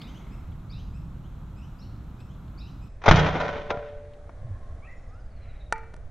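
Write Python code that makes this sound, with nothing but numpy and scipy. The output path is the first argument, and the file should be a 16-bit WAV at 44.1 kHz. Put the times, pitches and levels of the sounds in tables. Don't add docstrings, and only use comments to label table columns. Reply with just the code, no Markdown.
import sys
import numpy as np
from scipy import signal
from scipy.fft import rfft, irfft, next_fast_len
from scipy.io import wavfile
from scipy.ndimage import uniform_filter1d, minimum_filter1d

SR = 44100
rng = np.random.default_rng(int(sys.argv[2]) if len(sys.argv) > 2 else 0)


def generate_wav(signal):
    frames = np.transpose(np.atleast_2d(signal))
    scaled = np.clip(frames, -1, 1) * 32767
    pcm = np.round(scaled).astype(np.int16)
    wavfile.write(sys.argv[1], SR, pcm)


N = 269274
TIME = np.arange(N) / SR

BUILD_S, BUILD_STEP_S, BUILD_DB, BUILD_RISE_DB, BUILD_T60_S = 3.017, .021, -43.5, 13, .14
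# start in seconds, relative level in dB, t60 in seconds, tilt in dB per octave.
BLOWS = [(3.0795, -3, 0.055, -2.5), (3.086, -10, 0.067, 2), (3.158, -23.5, 0.11, 5.5),
         (3.194, -24, 0.066, 4.5), (3.262, -24.5, 0.13, 0.5), (3.353, -25, 0.24, -2),
         (3.556, -31, 0.17, -2.5), (3.697, -32, .07, -1.5), (3.743, -26, 0.056, -4),
         (3.7709, -17, .035, -5.5), (4.2928, -29.5, 0.024, -4.5)]
# start in seconds,
# blow level in dB, blow tilt in dB per octave, ring level in dB, chatter level in dB (levels relative).
SURGES = [(3.1107, -7, 1.5, -32, -21.5), (3.401, -27.5, 2, -27.5, -32), (3.7035, -17.5, -1, -31, -48.5)]
SURGE_T60_S, RING_RISE_S = 0.059, 0.0045
CHATTER_RISE_S, CHATTER_HOLD_S, CHATTER_T60_S = .012, 0.077, 1.0
BLASTER_PAN_DB = 1
# frequency in Hz, gain in dB.
SHELL_COLOUR = [(100, -8), (250, -7), (400, -4.5), (550, -0.5), (760, 2.5), (1050, -4), (1400, -1.5),
                (1700, -8), (2400, -9), (2800, -18.5), (3500, -14.5), (4500, -27), (6100, -27.5),
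                (7200, -43), (9000, -72)]
# frequency in Hz, relative level in dB, t60 in seconds.
SPRING_MODES = [(440, -12, 1.62), (449, -10.5, 1.2), (477, -8.5, .6), (548.5, -10, 0.97),
                (583.6, -5.5, 1.58), (659, -4, 0.45), (702, -4.5, 0.45), (790, -7, 0.38), (987, -4.5, 0.36),
                (1392, -2.5, 0.26), (1414, -7.5, 0.22)]
# frequency in Hz, width in Hz, gain in dB.
COIL_RESONANCES = [(450, 24, -1.5), (611, 30, -4.5), (676, 13, -3), (757, 12, -1.5), (740, 18, -4),
                   (865, 11, -5.5), (1000, 30, 1), (1070, 40, -2.5), (1330, 45, -5), (1504, 65, 5),
                   (1825, 71, 2.5), (1920, 45, 0), (2117, 60, -2.5), (2440, 99, -4), (2740, 77, -4.5),
                   (2990, 210, -4.5), (3226, 97, -5), (3540, 110, -8.5), (3870, 79, -22.5),
                   (5390, 250, -26), (6100, 230, -30)]
# frequency in Hz, level in dB, t60 in seconds.
STOCK_MODES = [(69.1, -23.5, 0.94), (97.2, -11, 0.33), (124.4, -11, 0.24), (146.9, -18, .6),
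               (155.4, -13, 0.79), (186, -22.5, 1), (253, -19.5, .1), (333, -18.5, .15)]
# frequency in Hz, level in dB, t60 in seconds.
RECOIL_MODES = [(25.7, -11, 0.33), (89.4, -10, 0.16)]
RECOIL_S, SLAM_S = 3.090, 3.114
# time in seconds, whistle centre pitch in Hz, relative level in dB.
FLIGHT = [(4.749, 5990, -89), (5.0, 5440, -79), (5.25, 4800, -74), (5.43, 4020, -68), (5.6, 3800, -66),
          (5.722, 3750, -63.5)]
SPIN_HZ, SPIN_WOBBLE, WHISTLE_ROUGH, WHISTLE_ECHO_DB = 17.5, .02, .025, -9
# start in seconds, relative level in dB, tilt in dB per octave.
KNOCKS = [(5.7249, -1, 0.5), (5.7263, -13, -5.5), (5.781, -31, 1.5), (5.938, -33, -0.5), (5.942, -35, -8),
          (5.965, -38, 4)]
# frequency in Hz, relative level in dB, t60 in seconds.
HOLLOW_MODES = [(453, -36.5, 0.84), (673, -51.5, .02), (940, -17, 0.044), (881, -27.5, 0.28),
                (1230, -39, 0.32), (1424, -8, 0.015), (1794, -17.5, 0.032), (1930, -40.5, 0.28),
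                (2320, -39.5, 0.29), (2600, -28, 0.013), (4180, -25, 0.0058), (5830, -25, 0.0076),
                (7250, -39.5, 0.0085), (9400, -35, 0.0028)]
# delay in seconds, level in dB.
KNOCK_SLAPS = [(.029, -22.5), (.056, -26.5), (.104, -32)]
# delay in seconds, length in seconds, start in Hz,
# end in Hz (both before the pitch ratio), relative level in dB, second and third harmonic in dB.
TWO_STROKE = [(0, 0.03, 2130, 2720, -9, 8, -40), (.026, 0.027, 3500, 4250, 2, -40, -49),
              (.03, .05, 2400, 2840, -7, -40, -50)]
PEEP = [(0, .05, 2400, 2760, 0.0086, -6.5, -10)]
UPSWEEP = [(0.0011, .045, 2560, 3330, 0, -10.5, -32)]
LOW_PHRASE = [(0, 0.0555, 1070, 1384, -4.5, 2.5, -30), (.049, 0.0414, 1804, 2120, 2.5, -35, -45),
              (.087, .04, 1878, 2080, 1.5, -35, -45)]
LOW_SLUR = [(0.00054, 0.12, 1180, 1560, 0, -17, -35)]
# start in seconds, relative level in dB, pitch ratio.
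TWO_STROKE_AT = [(0, -57, 0.95), (.696, -56, .99), (1.787, -61.5, 1.09), (2.575, -56.5, 1.006)]
UPSWEEP_AT = [(.065, -59.5, 1.04), (.14, -60, 1.05), (.767, -62, 1.03), (1.23, -70, 1.07),
              (1.607, -63.5, .96), (2.286, -69.5, 1.1), (2.645, -63, 0.95)]
LOW_PHRASE_AT = [(4.819, -55.5, 1.0)]
LOW_SLUR_AT = [(5.09, -61.5, 0.98), (5.41, -69.5, 1.0)]
PEEP_S, PEEP_EVERY_S, PEEP_DB = .305, .626, -67
NOTE_WAVER = 0.022
SONG_DB, SONG_ECHO_DB, SONG_T60_S = 0.5, -2, 0.59
# centre time in seconds, spread in seconds,
# frequency in Hz, width of each filter pass in Hz, level in dB.
FAR_CALLS = [(.02, 0.47, 2130, 420, -64), (4.67, 0.3, 1070, 83, -64), (4.58, .22, 1680, 220, -71),
             (5.499, 0.15, 2120, 913, -63.5)]
# frequency in Hz, relative density in dB.
AIR_EARLY = [(20, -7), (43, 3), (97, -1.5), (150, -3.5), (293, -20), (446, -30.5), (1320, -31), (1820, -43),
             (2690, -46), (4100, -48), (4600, -56.5), (7220, -54.5), (9200, -62), (11200, -62.5),
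             (11800, -50), (12600, -67), (15500, -65)]
AIR_LATE = [(20, 2), (49, -0.5), (86, -3), (127, -11), (179, -21), (350, -30.5), (620, -25.5), (790, -30.5),
            (950, -39.5), (1110, -36.5), (1900, -41), (2700, -52.5), (3800, -52.5), (5000, -58),
            (6100, -56), (7300, -59.5), (10500, -63), (12000, -79)]
EARLY_DB, LATE_DB, CHANGE_S = -37, -39.5, 2.88
# time in seconds, gain in dB.
WIND = [(0, -1), (.9, 1.5), (1.7, -0.5), (4.3, -4.5), (4.7, 0), (6.1, -1)]
# time in seconds, gain in dB.
LEAVES = [(0, 4.5), (.6, 0), (3.0, 0), (4.7, 3.5), (5.3, 0.5), (6.1, 1.5)]
# centre time in seconds, spread in seconds, frequency in Hz, level in dB.
GUSTS = [(4.46, 0.06, 99.6, -36.5), (4.528, 0.038, 86.4, -39.5), (4.73, 0.044, 75, -38)]
# start in seconds, relative level in dB.
TWIGS = [(.017, -43.5), (0.518, -59), (2.204, -56), (2.48, -63), (4.136, -59.5)]
# frequency in Hz, relative gain in dB.
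YARD_COLOUR = [(100, 10), (500, -18), (1800, -7.5), (2400, -4), (3300, -14.5), (8000, -26.5), (12000, -53)]
# frequency in Hz, left minus right in dB.
PORTS = [(60, -0.5), (250, -2), (500, 0.15), (2000, 0), (4500, 0.5), (9000, 2)]
TOP_HZ, LIMITER_SAMPLES = 15700, 89


def undb(db):
    return 10 ** (np.asarray(db) / 20)


def unit(x):
    return x / np.sqrt(np.mean(x ** 2))


def fade(t, t60):
    return np.exp(-np.log(1000) * t / max(t60, 1e-3))


def add(out, s, x):
    i = max(int(s * SR), 0)
    out[..., i:i + x.shape[-1]] += x[..., :N - i]


def colour(x, points, tilt_db=0):
    size = next_fast_len(x.shape[-1], real=True)
    octave = np.log2(np.fft.rfftfreq(size, 1 / SR) + 1)
    hz, db = np.transpose(points)
    tilt = tilt_db * (octave - np.log2(1000))
    gain = undb(np.interp(octave, np.log2(hz), db) + tilt)
    return irfft(rfft(x, size) * gain, size)[..., :x.shape[-1]]


def resonate(x, modes):
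    size = next_fast_len(x.shape[-1], real=True)
    f = np.fft.rfftfreq(size, 1 / SR) + 1e-6
    response = sum(undb(db) / (1 + 1j * (f * f - hz * hz) / (f * width)) for hz, width, db in modes)
    return irfft(rfft(x, size) * response, size)[..., :x.shape[-1]]


def ring(modes, scatter=0):
    t = TIME[:2 * SR]
    out = np.zeros(len(t))
    for hz, db, t60 in modes:
        cycles = hz * t + scatter * rng.random()
        out += undb(db) * fade(t, t60) * np.sin(2 * np.pi * cycles)
    return out


def stereo(mid, side, side_db):
    return mid + undb(side_db) * side * np.array([[1], [-1]])


def walk(rate):
    k = int(SR / rate)
    steps = np.repeat(rng.standard_normal(N // k + 1), k)
    return np.sqrt(2) * uniform_filter1d(uniform_filter1d(steps, k), k)[:N]


def echo(x, spectrum, t60, rise_s):
    t = TIME[:SR]
    noise = colour(stereo(*rng.standard_normal((2, SR)), side_db=-16.5), spectrum)
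    tail = noise * fade(t, t60) * (1 - np.exp(-(t / rise_s) ** 2))
    tail /= np.sqrt(np.sum(tail ** 2) / 2)
    return signal.fftconvolve(x[None], tail, axes=1)[:, :N]


def swell(s, spread_s, hz, width_hz, db):
    band = [(hz, width_hz, 0)]
    noise = unit(resonate(resonate(rng.standard_normal(N), band), band))
    return undb(db) * noise * np.exp(-((TIME - s) / spread_s) ** 2)


def crunch(db, t60, tilt_db):
    t = TIME[:SR // 2]
    mid, side = rng.standard_normal((2, len(t)))
    side = colour(side, [(600, -1.5), (2500, -2.5), (5000, 6.5)])
    shell = unit(colour(stereo(mid, side, side_db=-13.5), SHELL_COLOUR, tilt_db))
    pan = undb(np.array([[BLASTER_PAN_DB], [-BLASTER_PAN_DB]]) / 2)
    return undb(db) * pan * shell * fade(t, t60) * (1 - fade(t, 0.0045))


def build_up():
    out = np.zeros((2, N))
    for step in range(3):
        level_db = BUILD_DB + step * BUILD_RISE_DB
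        add(out, BUILD_S + step * BUILD_STEP_S, crunch(level_db, BUILD_T60_S, tilt_db=0.4))
    return out


def release_and_knocks():
    out = np.zeros((2, N))
    for s, db, t60, tilt_db in BLOWS:
        add(out, s, crunch(db, t60, tilt_db))
    return out


def spring_surges():
    out = np.zeros((2, N))
    onset = 1 - np.exp(-TIME[:2 * SR] / RING_RISE_S)
    for s, db, tilt_db, ring_db, _ in SURGES:
        add(out, s, crunch(db, SURGE_T60_S, tilt_db))
        add(out, s, undb(ring_db) * ring(SPRING_MODES, scatter=0.87) * onset)
    return out


def shell_sound():
    out = build_up() + release_and_knocks() + spring_surges()
    return colour(out, [(40, -12.5), (120, 2), (7000, 1.5), (8500, -9.0), (10000, -41)])


def chatter():
    t = TIME[:2 * SR] + SURGES[0][0]
    n = len(t)
    hits = (rng.random((2, n)) < 3200 / SR) * rng.standard_normal((2, n))
    clicks = stereo(*hits, side_db=-10.5) * undb(1.5 * walk(89.96)[:n])
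    coils = np.zeros((2, n))
    for mode in COIL_RESONANCES:
        coils += resonate(clicks * undb(2.6 * walk(25)[:n]), [mode])
    body = unit(coils) + undb(-1.5) * unit(colour(clicks, SHELL_COLOUR, tilt_db=2.0))
    body = colour(body, [(150, 13.5), (400, 9.5), (6200, -9.5), (7200, -17), (9000, -43)])
    flares = []
    for s, _, _, _, db in SURGES:
        rise = np.clip((t - s) / CHATTER_RISE_S, 0, 1)
        decay = fade(np.maximum(t - s - CHATTER_HOLD_S, 0), CHATTER_T60_S)
        flares.append(undb(db) * rise * decay)
    out = np.zeros((2, N))
    add(out, t[0], unit(body) * np.linalg.norm(flares, axis=0))
    return out


def thump():
    out = np.zeros(N)
    add(out, RECOIL_S, -ring(RECOIL_MODES))
    add(out, SLAM_S, ring(STOCK_MODES))
    return out


def whistle():
    s, hz, db = np.transpose(FLIGHT)
    turn = 2 * np.pi * SPIN_HZ * (TIME - s[-1]) + .5 * walk(12)
    pitch = np.interp(TIME, s, hz) * (1 - SPIN_WOBBLE * np.sin(turn) + WHISTLE_ROUGH * walk(900))
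    phase = 2 * np.pi * np.cumsum(pitch) / SR
    upper = np.interp(TIME, [5.0, 5.35], [1.3, 0]) * np.sin(1.26 * phase)
    pulses = (1 + .85 * np.cos(turn)) * undb(3 * walk(25) - 4.0)
    level = undb(np.interp(TIME, s, db, left=-140, right=-140))
    return pulses * (np.sin(phase) + upper) * level


def knocks():
    out, t = np.zeros(N), TIME[:SR]
    for s, db, tilt_db in KNOCKS:
        crack = undb(-29.0) * rng.standard_normal(SR) * fade(t, 0.024)
        hit = crack - ring(HOLLOW_MODES)[:SR]
        add(out, s, undb(db) * colour(hit, [(100, -12.5), (400, 0)], tilt_db))
    return colour(out, [(9800, -3), (11300, -16), (12500, -44)])


def call(notes, pitch):
    out = np.zeros(SR)
    for delay_s, length_s, start_hz, end_hz, db, second_db, third_db in notes:
        u = np.linspace(0, 1, int(length_s * SR))
        waver = NOTE_WAVER * unit(uniform_filter1d(rng.standard_normal(SR), size=40))[:len(u)]
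        hz = pitch * (start_hz + (end_hz - start_hz) * u) * (1 + waver)
        phase = 2 * np.pi * np.cumsum(hz) / SR
        tone = np.sin(phase) + undb(second_db) * np.sin(2 * phase) + undb(third_db) * np.sin(3 * phase)
        envelope = np.sqrt(2 * np.abs(np.sin(np.pi * u)))
        add(out, delay_s, undb(db) * envelope * tone)
    return out


def birds():
    out = np.zeros(N)
    peep_at = [(PEEP_S + k * PEEP_EVERY_S, PEEP_DB, 1) for k in range(5)]
    songs = [(TWO_STROKE, TWO_STROKE_AT), (PEEP, peep_at), (UPSWEEP, UPSWEEP_AT),
             (LOW_PHRASE, LOW_PHRASE_AT), (LOW_SLUR, LOW_SLUR_AT)]
    for notes, times in songs:
        for s, db, pitch in times:
            add(out, s, undb(db) * call(notes, pitch))
    return out


def far_birds():
    return sum(swell(*far_call) for far_call in FAR_CALLS)


def air(spectrum):
    mid, side = rng.standard_normal((2, N))
    side = colour(side, [(40, -31.5), (200, -13), (1000, -7.0), (6000, -3.5)])
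    sound = unit(colour(stereo(mid, side, side_db=-2.0), spectrum))
    rumble = colour(sound, [(170, -0.5), (250, -10.0), (400, -33), (800, -71)])
    hiss = sound - rumble
    wind_db = np.interp(TIME, *np.transpose(WIND)) + 1.5 * walk(3.765)
    leaves_db = np.interp(TIME, *np.transpose(LEAVES)) + 0.13 * walk(9)
    return rumble * undb(wind_db) + hiss * undb(leaves_db)


def background_air():
    late = np.clip((TIME - CHANGE_S) / 0.014, 0, 1)
    return (1 - late) * air(AIR_EARLY) * undb(EARLY_DB) + late * air(AIR_LATE) * undb(LATE_DB)


def gusts():
    return sum(swell(s, spread_s, hz, hz / 3, db) for s, spread_s, hz, db in GUSTS)


def twigs():
    out = np.zeros(N)
    for s, db in TWIGS:
        noise = rng.standard_normal(SR)
        snap = unit(colour(noise, [(1000, -13), (3000, 1), (4200, -2), (6000, -24), (12000, -28)]))
        add(out, s, undb(db) * snap * fade(TIME[:SR], 0.053))
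    return out


def scene():
    blaster, dart, knock, song = shell_sound() + chatter(), whistle(), knocks(), birds()
    blaster_echo = echo(blaster.mean(axis=0), YARD_COLOUR, t60=0.98, rise_s=0.062)
    near = blaster + thump() + undb(-23) * blaster_echo
    tap = knock + undb(-20.0) * echo(knock, YARD_COLOUR, t60=0.6, rise_s=0.023)
    for delay_s, db in KNOCK_SLAPS:
        add(tap, delay_s, undb(db) * echo(knock, YARD_COLOUR, t60=0.074, rise_s=0.0029))
    canopy = echo(song + undb(WHISTLE_ECHO_DB) * dart,
                  [(1000, -1), (3000, -1), (6500, 2), (9000, -2)], t60=SONG_T60_S, rise_s=.008)
    background = background_air() + gusts() + twigs() + far_birds()
    return near + tap + dart + undb(SONG_DB) * song + undb(SONG_ECHO_DB) * canopy + background


def record(dry):
    left, right = (colour(x, [(hz, sign * db / 2) for hz, db in PORTS]) for x, sign in zip(dry, (1, -1)))
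    both = np.array([left, right])
    allowed = 1 / np.maximum(np.abs(both).max(axis=0), 1)
    held = minimum_filter1d(allowed, size=LIMITER_SAMPLES)
    gain = uniform_filter1d(held, size=LIMITER_SAMPLES)
    low_pass = signal.ellip(8, .2, 70, TOP_HZ, fs=SR, output="sos")
    return signal.sosfilt(low_pass, gain * both)


dry = scene()
out = record(dry)
generate_wav(out)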